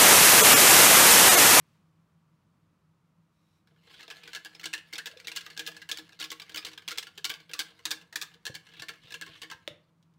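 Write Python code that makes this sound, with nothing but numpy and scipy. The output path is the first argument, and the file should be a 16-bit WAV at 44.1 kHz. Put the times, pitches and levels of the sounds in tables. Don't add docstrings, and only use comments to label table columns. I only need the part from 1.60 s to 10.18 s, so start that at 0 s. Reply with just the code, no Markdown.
import sys
import numpy as np
from scipy import signal
from scipy.fft import rfft, irfft
from scipy.io import wavfile
from scipy.ndimage import uniform_filter1d, map_coordinates

SR = 44100
rng = np.random.default_rng(int(sys.argv[2]) if len(sys.argv) > 2 else 0)


def waveform_to_disk(signal):
    frames = np.transpose(np.atleast_2d(signal))
    scaled = np.clip(frames, -1, 1) * 32767
    samples = np.round(scaled).astype(np.int16)
    wavfile.write(sys.argv[1], SR, samples)


def convert_level_to_amplitude(level_db):
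    exponent = np.asarray(level_db, float) / 20
    return 10 ** exponent


N = 378378
SIZE = 4096
T = np.arange(SIZE) / SR
F = np.fft.rfftfreq(SIZE, 1 / SR)

# centre in Hz, width in Hz, level in dB.
WALL = [(1071, 28.5, 8.5), (1336, 41, 11), (2122, 166, 12.5), (2618, 53, 6.5), (2920, 304, 12),
        (3590, 1245, 6), (4250, 120, 11), (4630, 620, 0), (6540, 4300, -32.5)]
# centre in Hz, width in Hz, level in dB.
NOTE = [(1708, 80, 0), (1600, 120, -10), (2750, 90, -14)]
# centre in Hz, width in Hz, level in dB.
BODY = [(314.2, 5.86, 6), (469.7, 23.6, 2.5), (659, 16.3, -5), (739, 235, -9.5)]
# frequency in Hz, level in dB.
SNAP = [(600, -17.5), (1500, -13.5), (3500, 7), (6000, -1), (8500, -7.5), (12000, -14.5)]


def unit(x):
    return x / np.sqrt(np.mean(x ** 2) + 1e-20)


def along(points, hz):
    f, v = np.transpose(points)
    return np.interp(np.log(hz + 1), np.log(f + 1), v)


def wobble(rate):
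    knots = rng.standard_normal(int(N * rate / SR) + 4)
    return map_coordinates(knots, [np.arange(N) * rate / SR])


def resonances(modes, hz):
    rows = []
    for k, (centre, width, db) in enumerate(modes):
        ring = 1j * hz * width / (centre * centre - hz * hz + 1j * hz * width)
        rows.append((-1) ** k * convert_level_to_amplitude(db) * ring)
    return np.array(rows)


def causal(gain):
    ceps = irfft(np.log(gain + 1e-6))
    ceps[..., 1:SIZE // 2] *= 2
    ceps[..., SIZE // 2 + 1:] = 0
    return np.exp(rfft(ceps))


def struck(force, response, peak_db):
    rows = irfft(rfft(force) * response, SIZE) * (1 - T / T[-1])
    return rows / np.abs(rows).max(axis=1, keepdims=True) * convert_level_to_amplitude(peak_db)[:, None]


def placed(times, rows):
    at = np.round(np.asarray(times) * SR).astype(int)[:, None] + np.arange(SIZE)
    return np.bincount(at.ravel(), rows.ravel(), N + SIZE)[:N]


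def coloured(response):
    hz = np.fft.rfftfreq(N, 1 / SR)
    return unit(irfft(rfft(rng.standard_normal(N)) * response(hz), N))


def rattle(count, chatter_db, t60, spiky):
    ticks = rng.standard_normal((count, SIZE)) * np.exp(spiky * rng.standard_normal((count, SIZE)))
    force = convert_level_to_amplitude(chatter_db - 60 * T / t60) * ticks / np.exp(spiky ** 2)
    force[:, 0] += 1
    return force


def room_tone():
    # frequency in Hz, level in dB per Hz.
    air_curve = [(15, -79), (25, -27.5), (92, -18), (127, -12.5), (166, -8.5), (270, -21.5), (317, -25),
                 (489, -27.5), (624, -28), (695, -31), (1160, -25), (1650, -34), (16000, -53.5)]
    # centre in Hz, width in Hz, level in dB.
    fridge = [(95, 11, -80.5), (163.45, 14, -70), (313, 36, -85.5), (650, 8, -97), (950, 29, -92.5)]
    air = coloured(lambda hz: convert_level_to_amplitude(along(air_curve, hz)))
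    hum = np.zeros(N)
    for centre, width, db in fridge:
        hum += convert_level_to_amplitude(db) * coloured(lambda hz: resonances([(centre, width, 0)], hz)[0] ** 2)
    return convert_level_to_amplitude(-77 + 6 + 0.89 * wobble(1)) * air + hum


def sleeve():
    # time in seconds, level in dB.
    swish = [(0, -77), (.15, -78), (.3, -93), (1.6, -105), (1.78, -84), (1.98, -79.5), (2.06, -100),
             (2.085, -79), (2.14, -91)]
    # centre in Hz, width in Hz, level in dB.
    cloth = [(2450, 300, -5), (3850, 220, 0), (5500, 260, -5), (2860, 5900, -13)]
    s = np.arange(N) / SR
    level_db = np.interp(s, *np.transpose(swish), right=-120)
    broad = coloured(lambda hz: np.abs(resonances([(1990, 2000, 0)], hz)[0]))
    ribbed = coloured(lambda hz: np.linalg.norm(resonances(cloth, hz), axis=0))
    return convert_level_to_amplitude(level_db) * np.where(s < 0.8, broad, ribbed)


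def tipped(s):
    # time in seconds, tilt in dB per octave, mode pitch ratio, graze note in dB.
    attitude = [(2.3, -0.5, 1.01, 3), (3.1, -0.5, 1.01, -19), (3.9, -1, 0.97, 2), (4.4, 1.5, 1.065, 9),
                (4.65, 0.5, 1.205, -11), (5.3, 0, 1.12, 1.5), (5.7, -0.5, 1.046, -1.5),
                (6.6, 1.5, 0.94, -4), (7.3, -.5, 1.04, 3)]
    at, *columns = np.transpose(attitude)
    return [np.interp(s, at, column) for column in columns]


def contacts():
    # start in seconds, peak in dB, trailing wires' peak in dB, wall note in dB.
    near_slaps = [(2.3926, -42.5, -36, -49), (2.7324, -30, -30, -36), (3.0327, -36, -21, -39),
                  (3.3268, -30, -24.5, -44), (3.3813, -24, -32, -33.5), (3.6715, -24, -24.5, -60),
                  (3.9761, -22.5, -20, -33), (4.29, -25.5, -17.5, -36.5), (4.6001, -24.5, -27.5, -66),
                  (4.6145, -23.5, -27.5, -42), (4.64, -23.5, -26, -57), (4.9443, -22, -21.5, -43),
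                  (4.9711, -22.5, -21, -63), (5.2788, -20, -22, -48.5), (5.3082, -25, -22.5, -52.5),
                  (5.6439, -14.5, -18, -55), (5.9347, -22, -32.5, -49.5), (6.2543, -13.5, -31, -41.5),
                  (6.5575, -16.5, -31, -41), (6.8536, -24, -20.5, -31), (7.197, -31, -28.5, -38.5),
                  (7.5219, -29.5, -27.5, -38.5), (7.8175, -28.5, -30, -42)]
    far_slaps = [(2.5021, -35, -33, -39.5), (2.8487, -30, -35, -37), (3.131, -27, -18, -28.5),
                 (3.458, -25, -28, -33.5), (3.762, -20, -20.5, -39), (4.0647, -24, -22.5, -36),
                 (4.3734, -23.5, -27.5, -45), (4.7165, -22.5, -35, -53), (5.049, -24.5, -29, -51),
                 (5.3755, -25, -16.5, -55.5), (5.6948, -23, -17, -37), (5.992, -16, -20.5, -34.5),
                 (6.3075, -19.5, -16, -31), (6.6144, -21.5, -19.5, -39), (6.943, -36, -24, -39),
                 (7.2849, -29.5, -31.5, -37.5), (7.6131, -28, -29, -35), (7.9008, -36, -29, -38.5)]
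    near_lags_ms = [15, 28, 24, 7.5, 6, 10, 18, 24.5, 7, 11, 5.5, 15.5, 6.5, 6.5, 7.5, 7.5, 14, 10.5, 9.5,
                    12.5, 24, 19.5, 14.5]
    far_lags_ms = [7, 8.5, 6, 10.5, 8, 10, 12, 9, 17, 8, 6, 4, 5, 9.5, 8, 6, 8, 13]
    # start in seconds, peak in dB.
    grazes_upright = [(2.0726, -56.5), (2.11, -68), (2.1617, -63), (2.2724, -52), (2.302, -48.5),
                      (2.341, -45.5), (2.4292, -38.5), (2.4793, -34.5), (2.536, -49), (2.6346, -38),
                      (2.6543, -60), (2.6765, -34), (2.749, -23.5), (2.9492, -35), (2.9964, -35),
                      (3.012, -37), (3.0403, -27), (3.1788, -32), (3.3555, -28.5), (3.5132, -38.5),
                      (3.5722, -39.5), (3.6003, -35.5), (3.6462, -38), (3.717, -30.5), (3.754, -35),
                      (3.8093, -36), (3.8636, -32.5), (3.9013, -36)]
    grazes_tipped = [(3.966, -35), (4.0544, -44), (4.116, -39), (4.1457, -49), (4.166, -36.5),
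                     (4.2174, -36), (4.296, -30), (4.3639, -46), (4.4926, -43), (4.5223, -41),
                     (4.591, -36.5), (4.7032, -28), (4.7985, -30.5), (4.8187, -32.5), (4.8951, -32.5),
                     (4.9195, -39), (5.027, -39), (5.0857, -38.5), (5.1156, -43), (5.1319, -37.5),
                     (5.1766, -32.5), (5.2214, -45), (5.357, -41), (5.4275, -31), (5.4696, -33),
                     (5.5771, -30)]
    grazes_lowered = [(5.739, -29.5), (5.8014, -42.5), (5.894, -41), (5.9142, -32.5), (6.0022, -20),
                      (5.9835, -40), (6.105, -49), (6.191, -44), (6.4135, -42), (6.5266, -36.5),
                      (6.5962, -44), (6.7164, -50), (6.74, -44.5), (6.794, -70), (7.067, -46),
                      (7.0896, -46), (7.1234, -50), (7.1369, -44), (7.17, -49), (7.3359, -48),
                      (7.4353, -49), (7.477, -50), (7.5064, -38), (7.6637, -39), (7.6787, -41),
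                      (7.7537, -49)]
    straggler_db, skip_db = -12.5, -15.5

    rows = []
    for far, (table, lags_ms) in enumerate(((near_slaps, near_lags_ms), (far_slaps, far_lags_ms))):
        for (s, db, later_db, note_db), lag_ms in zip(table, lags_ms):
            trailing = s + lag_ms * 1e-3
            last = trailing + 0.01 * rng.uniform(0.65, 1.3)
            rows.append((s, db, note_db - 4, 0, far))
            rows.append((trailing, later_db, note_db, 1, far))
            rows.append((last, later_db + straggler_db, note_db - 2.5, 1, far))
    for s, db in grazes_upright + grazes_tipped + grazes_lowered:
        again = s + 0.011 * rng.uniform(0.6, 1.6)
        note_db = db - 10.5 + tipped(s)[2]
        rows.append((s, db, note_db, 0, 0))
        rows.append((again, db + skip_db, note_db + skip_db, 1, 0))
    return np.transpose(rows)


def wall(pitch, scatter_db, snap_db, bend=0.095):
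    bent = pitch[:, None] * (1 + bend * rng.standard_normal((len(pitch), 1)))
    bent = pitch[:, None] ** 2 / bent
    modes = resonances(WALL, F / bent)
    strength = convert_level_to_amplitude(scatter_db * rng.standard_normal((len(pitch), len(WALL))))
    snap = convert_level_to_amplitude(snap_db)[:, None] * causal(convert_level_to_amplitude(along(SNAP, F)))
    return np.einsum("em,mef->ef", strength, modes) + snap


def slaps():
    # frequency in Hz, level in dB.
    sparkle = [(5000, -46), (7800, 4), (10500, 6), (13000, -6.5), (15500, 3.5)]
    # time in seconds, level in dB.
    belly = [(2.3, 1), (3.3, -4.5), (4.0, -7), (4.7, 3), (5.2, 3.5), (5.7, -1), (6.2, 3.5), (7.0, -2.5),
             (7.9, 6)]
    s, peak_db, note_db, late, far = contacts()
    count = len(s)
    tilt, pitch, _ = tipped(s)
    chance_db = 3 * rng.standard_normal((count, 2))

    glance_db = -0.28 * (peak_db[:, None] + 19.5)
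    force = rattle(count, chatter_db=-15 + glance_db, t60=0.057, spiky=0.85)

    tilt = tilt + 0.072 * (peak_db + 23.5)
    octaves = np.log2(np.clip(F, 1000, 9000) / 1000)
    belly_db = np.interp(s, *np.transpose(belly))[:, None] / (1 + (F / 1500) ** 8)
    facing = causal(convert_level_to_amplitude(tilt[:, None] * octaves + belly_db))
    snap_db = 6.5 + 0.17 * (peak_db + 31)
    clatter = struck(force, facing * wall(pitch, scatter_db=4.0, snap_db=snap_db), peak_db)

    grip = convert_level_to_amplitude(3 * rng.standard_normal((count, len(NOTE))))
    bent = resonances(NOTE, F * (1 + 0.022 * rng.standard_normal((count, 1))))
    note = struck(force, np.einsum("em,mef->ef", grip, bent), note_db)

    sparkle_db = -49 + 1.35 * (peak_db + 30) + 12 * far + chance_db[:, 1]
    tick = struck(force * convert_level_to_amplitude(-60 * T / 0.0093), causal(convert_level_to_amplitude(along(sparkle, F))), sparkle_db)

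    knock_db = -55 + 0.44 * (peak_db + 31) + 5 * late + chance_db[:, 0]
    jug = convert_level_to_amplitude(3.5 * rng.standard_normal((count, len(BODY)))) @ resonances(BODY, F)
    knock = struck(force, jug, knock_db)
    return placed(s, clatter + note + tick + knock)


def scrape():
    # time in seconds, level in dB.
    dragging = [(2.1, -81), (2.32, -55.5), (2.44, -62), (2.57, -52.5), (3.22, -61), (3.9, -52.5),
                (4.64, -62), (4.81, -56), (5.74, -65), (5.83, -60.5), (6.38, -59.5), (6.52, -70),
                (6.66, -57), (6.78, -69), (6.93, -74), (7.04, -61), (7.78, -56), (8.3, -76)]
    level_db = np.interp(np.arange(N) / SR, *np.transpose(dragging), left=-120, right=-120)
    uneven_db = 2.5 * (wobble(40) + wobble(400) + rng.standard_normal(N))
    slips = rng.standard_normal(N) * convert_level_to_amplitude(uneven_db)
    modes = np.vstack([resonances(WALL, F), convert_level_to_amplitude(11.5) * resonances(NOTE, F),
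                       convert_level_to_amplitude(11.5) * resonances(BODY, F), [convert_level_to_amplitude(along(SNAP, F) - 9)]])
    body = irfft(causal(np.linalg.norm(modes, axis=0)))
    z = signal.stft(signal.fftconvolve(slips, body), nperseg=512)[2]
    patches = uniform_filter1d(rng.standard_normal(z.shape), size=7, axis=0)
    patches = uniform_filter1d(patches, size=6, axis=1)
    drifting = signal.istft(z * convert_level_to_amplitude(3 * unit(patches)), nperseg=512)[1][:N]
    return convert_level_to_amplitude(level_db - 6.5) * unit(drifting)


def drags():
    # start in seconds, length in seconds, level in dB, band start in Hz, band end in Hz.
    strokes = [
        (2.264, 0.21, -54.5, 3120, 3800),
        (2.559, 0.21, -57.5, 3070, 3140),
        (6.015, 0.12, -60.5, 3270, 3620),
        (7.103, 0.13, -53.5, 3080, 3330),
        (7.42, .1, -55, 3300, 3700),
        (7.63, 0.17, -54.5, 3200, 3250),
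    ]
    slips_per_s, t60, pitch_spread = 1000, 0.0073, 0.15
    out = np.zeros(N)
    for s, length, db, from_hz, to_hz in strokes:
        count = int(np.clip(slips_per_s * length, 1, 200))
        where, pitch, size = rng.random((3, 200))[:, :count]
        scatter = np.exp(pitch_spread * 4 * (pitch - 0.5) * np.abs(2 * pitch - 1))
        hz = (from_hz + (to_hz - from_hz) * where) * scatter
        swell = np.interp(where, [0, 0.7, 1], [0.15, 1, 0.2]) * convert_level_to_amplitude(-14 * size)
        rings = np.sin(2 * np.pi * hz[:, None] * T) * convert_level_to_amplitude(-60 * T / t60)
        out += placed(s + length * where, convert_level_to_amplitude(db + 11) * swell[:, None] * rings)
    return out


def gulps():
    # start in seconds, peak in dB, pitch in Hz.
    pockets = [
        (2.76, -52, 410),
        (3.5, -46, 516),
        (3.535, -43, 600),
        (3.565, -38, 477),
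        (5.58, -41.5, 398),
        (6.19, -61, 1200),
        (7.29, -46, 640),
        (7.67, -47.5, 378),
        (7.92, -29.5, 900),
    ]
    s, peak_db, hz = np.transpose(pockets)[:, :, None]
    phase = 2 * np.pi * hz * (T + 2 * T ** 2)
    decay = convert_level_to_amplitude(peak_db - 60 * T * hz / 20)
    attack = 1 - np.exp(-T / 0.004)
    return placed(s[:, 0], decay * attack * np.sin(phase))


def bumps():
    # start in seconds, peak in dB.
    landings = [
        (6.898, -31),
        (7.2, -46),
        (7.445, -48),
        (7.693, -46),
        (7.946, -47),
        (8.107, -44),
        (8.293, -75),
    ]
    # centre in Hz, width in Hz, level in dB.
    board = [(83, 54, -8.5), (147, 61, 2.5), (315, 5.7, 12), (516, 60, 9.5)]
    s, peak_db = np.transpose(landings)
    push_s = 0.00088 * convert_level_to_amplitude(-0.6 * (peak_db[:, None] + 35))
    push = T * np.exp(-T / push_s)
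    wood = convert_level_to_amplitude(rng.standard_normal((len(s), len(board)))) @ resonances(board, F)
    return placed(s, struck(push, wood, peak_db - 5.0))


def drops():
    # start in seconds, peak in dB, ring in dB relative to the peak.
    falls = [
        (8.077, -23, -10),
        (8.4275, -50, -27),
        (8.5385, -57, -30.5),
    ]
    # centre in Hz, width in Hz, level in dB.
    rim = [(333, 65, -1), (503, 65, 3), (600, 52, 8.5), (1053, 98, -7), (1276, 80, -4), (2100, 440, -5),
           (3600, 220, -3)]
    s, peak_db, ring_db = np.transpose(falls)
    force = rattle(len(s), chatter_db=-18.0, t60=0.044, spiky=0.56)
    crack = struck(force, causal(convert_level_to_amplitude(along(SNAP, F))), peak_db - 6.0)
    ring = struck(force * convert_level_to_amplitude(-60 * T / 0.0051), resonances(rim, F).sum(axis=0), peak_db + ring_db + 11)
    return placed(s, crack + ring)


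def kitchen(x):
    # frequency in Hz, t60 in seconds.
    decay = [(200, 0.46), (1500, 0.36), (5000, 0.22), (14000, 0.2)]
    out, step = np.zeros(N + SR), int(0.4 * SR)
    for start in range(0, N, step):
        hz, t, z = signal.stft(rng.standard_normal(SR // 2), SR, nperseg=256)
        fade = convert_level_to_amplitude(-60 * t / along(decay, hz)[:, None])
        tail = signal.istft(z * fade, SR, nperseg=256)[1]
        wet = signal.fftconvolve(x[start:start + step], tail / np.linalg.norm(tail))
        out[start + 200:][:len(wet)] += wet
    return out[:N]


def scene():
    whisking = sleeve() + slaps() + scrape() + drags() + gulps() + bumps()
    handle = drops()
    wet = convert_level_to_amplitude(-12.0) * kitchen(whisking + convert_level_to_amplitude(1) * handle)
    return (whisking + handle + wet + room_tone())[None]


def roll_off(x):
    return signal.sosfilt(signal.butter(12, 16990, fs=SR, output="sos"), x)


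def record(dry):
    # frequency in Hz, gain in dB.
    mic = [(25, -12), (45, 0), (15700, 0), (16100, -20), (17000, -40)]
    hz = np.fft.rfftfreq(N, 1 / SR)
    heard = irfft(rfft(dry) * convert_level_to_amplitude(along(mic, hz)), N)
    return roll_off(heard)


dry = scene()
out = record(dry)
waveform_to_disk(out)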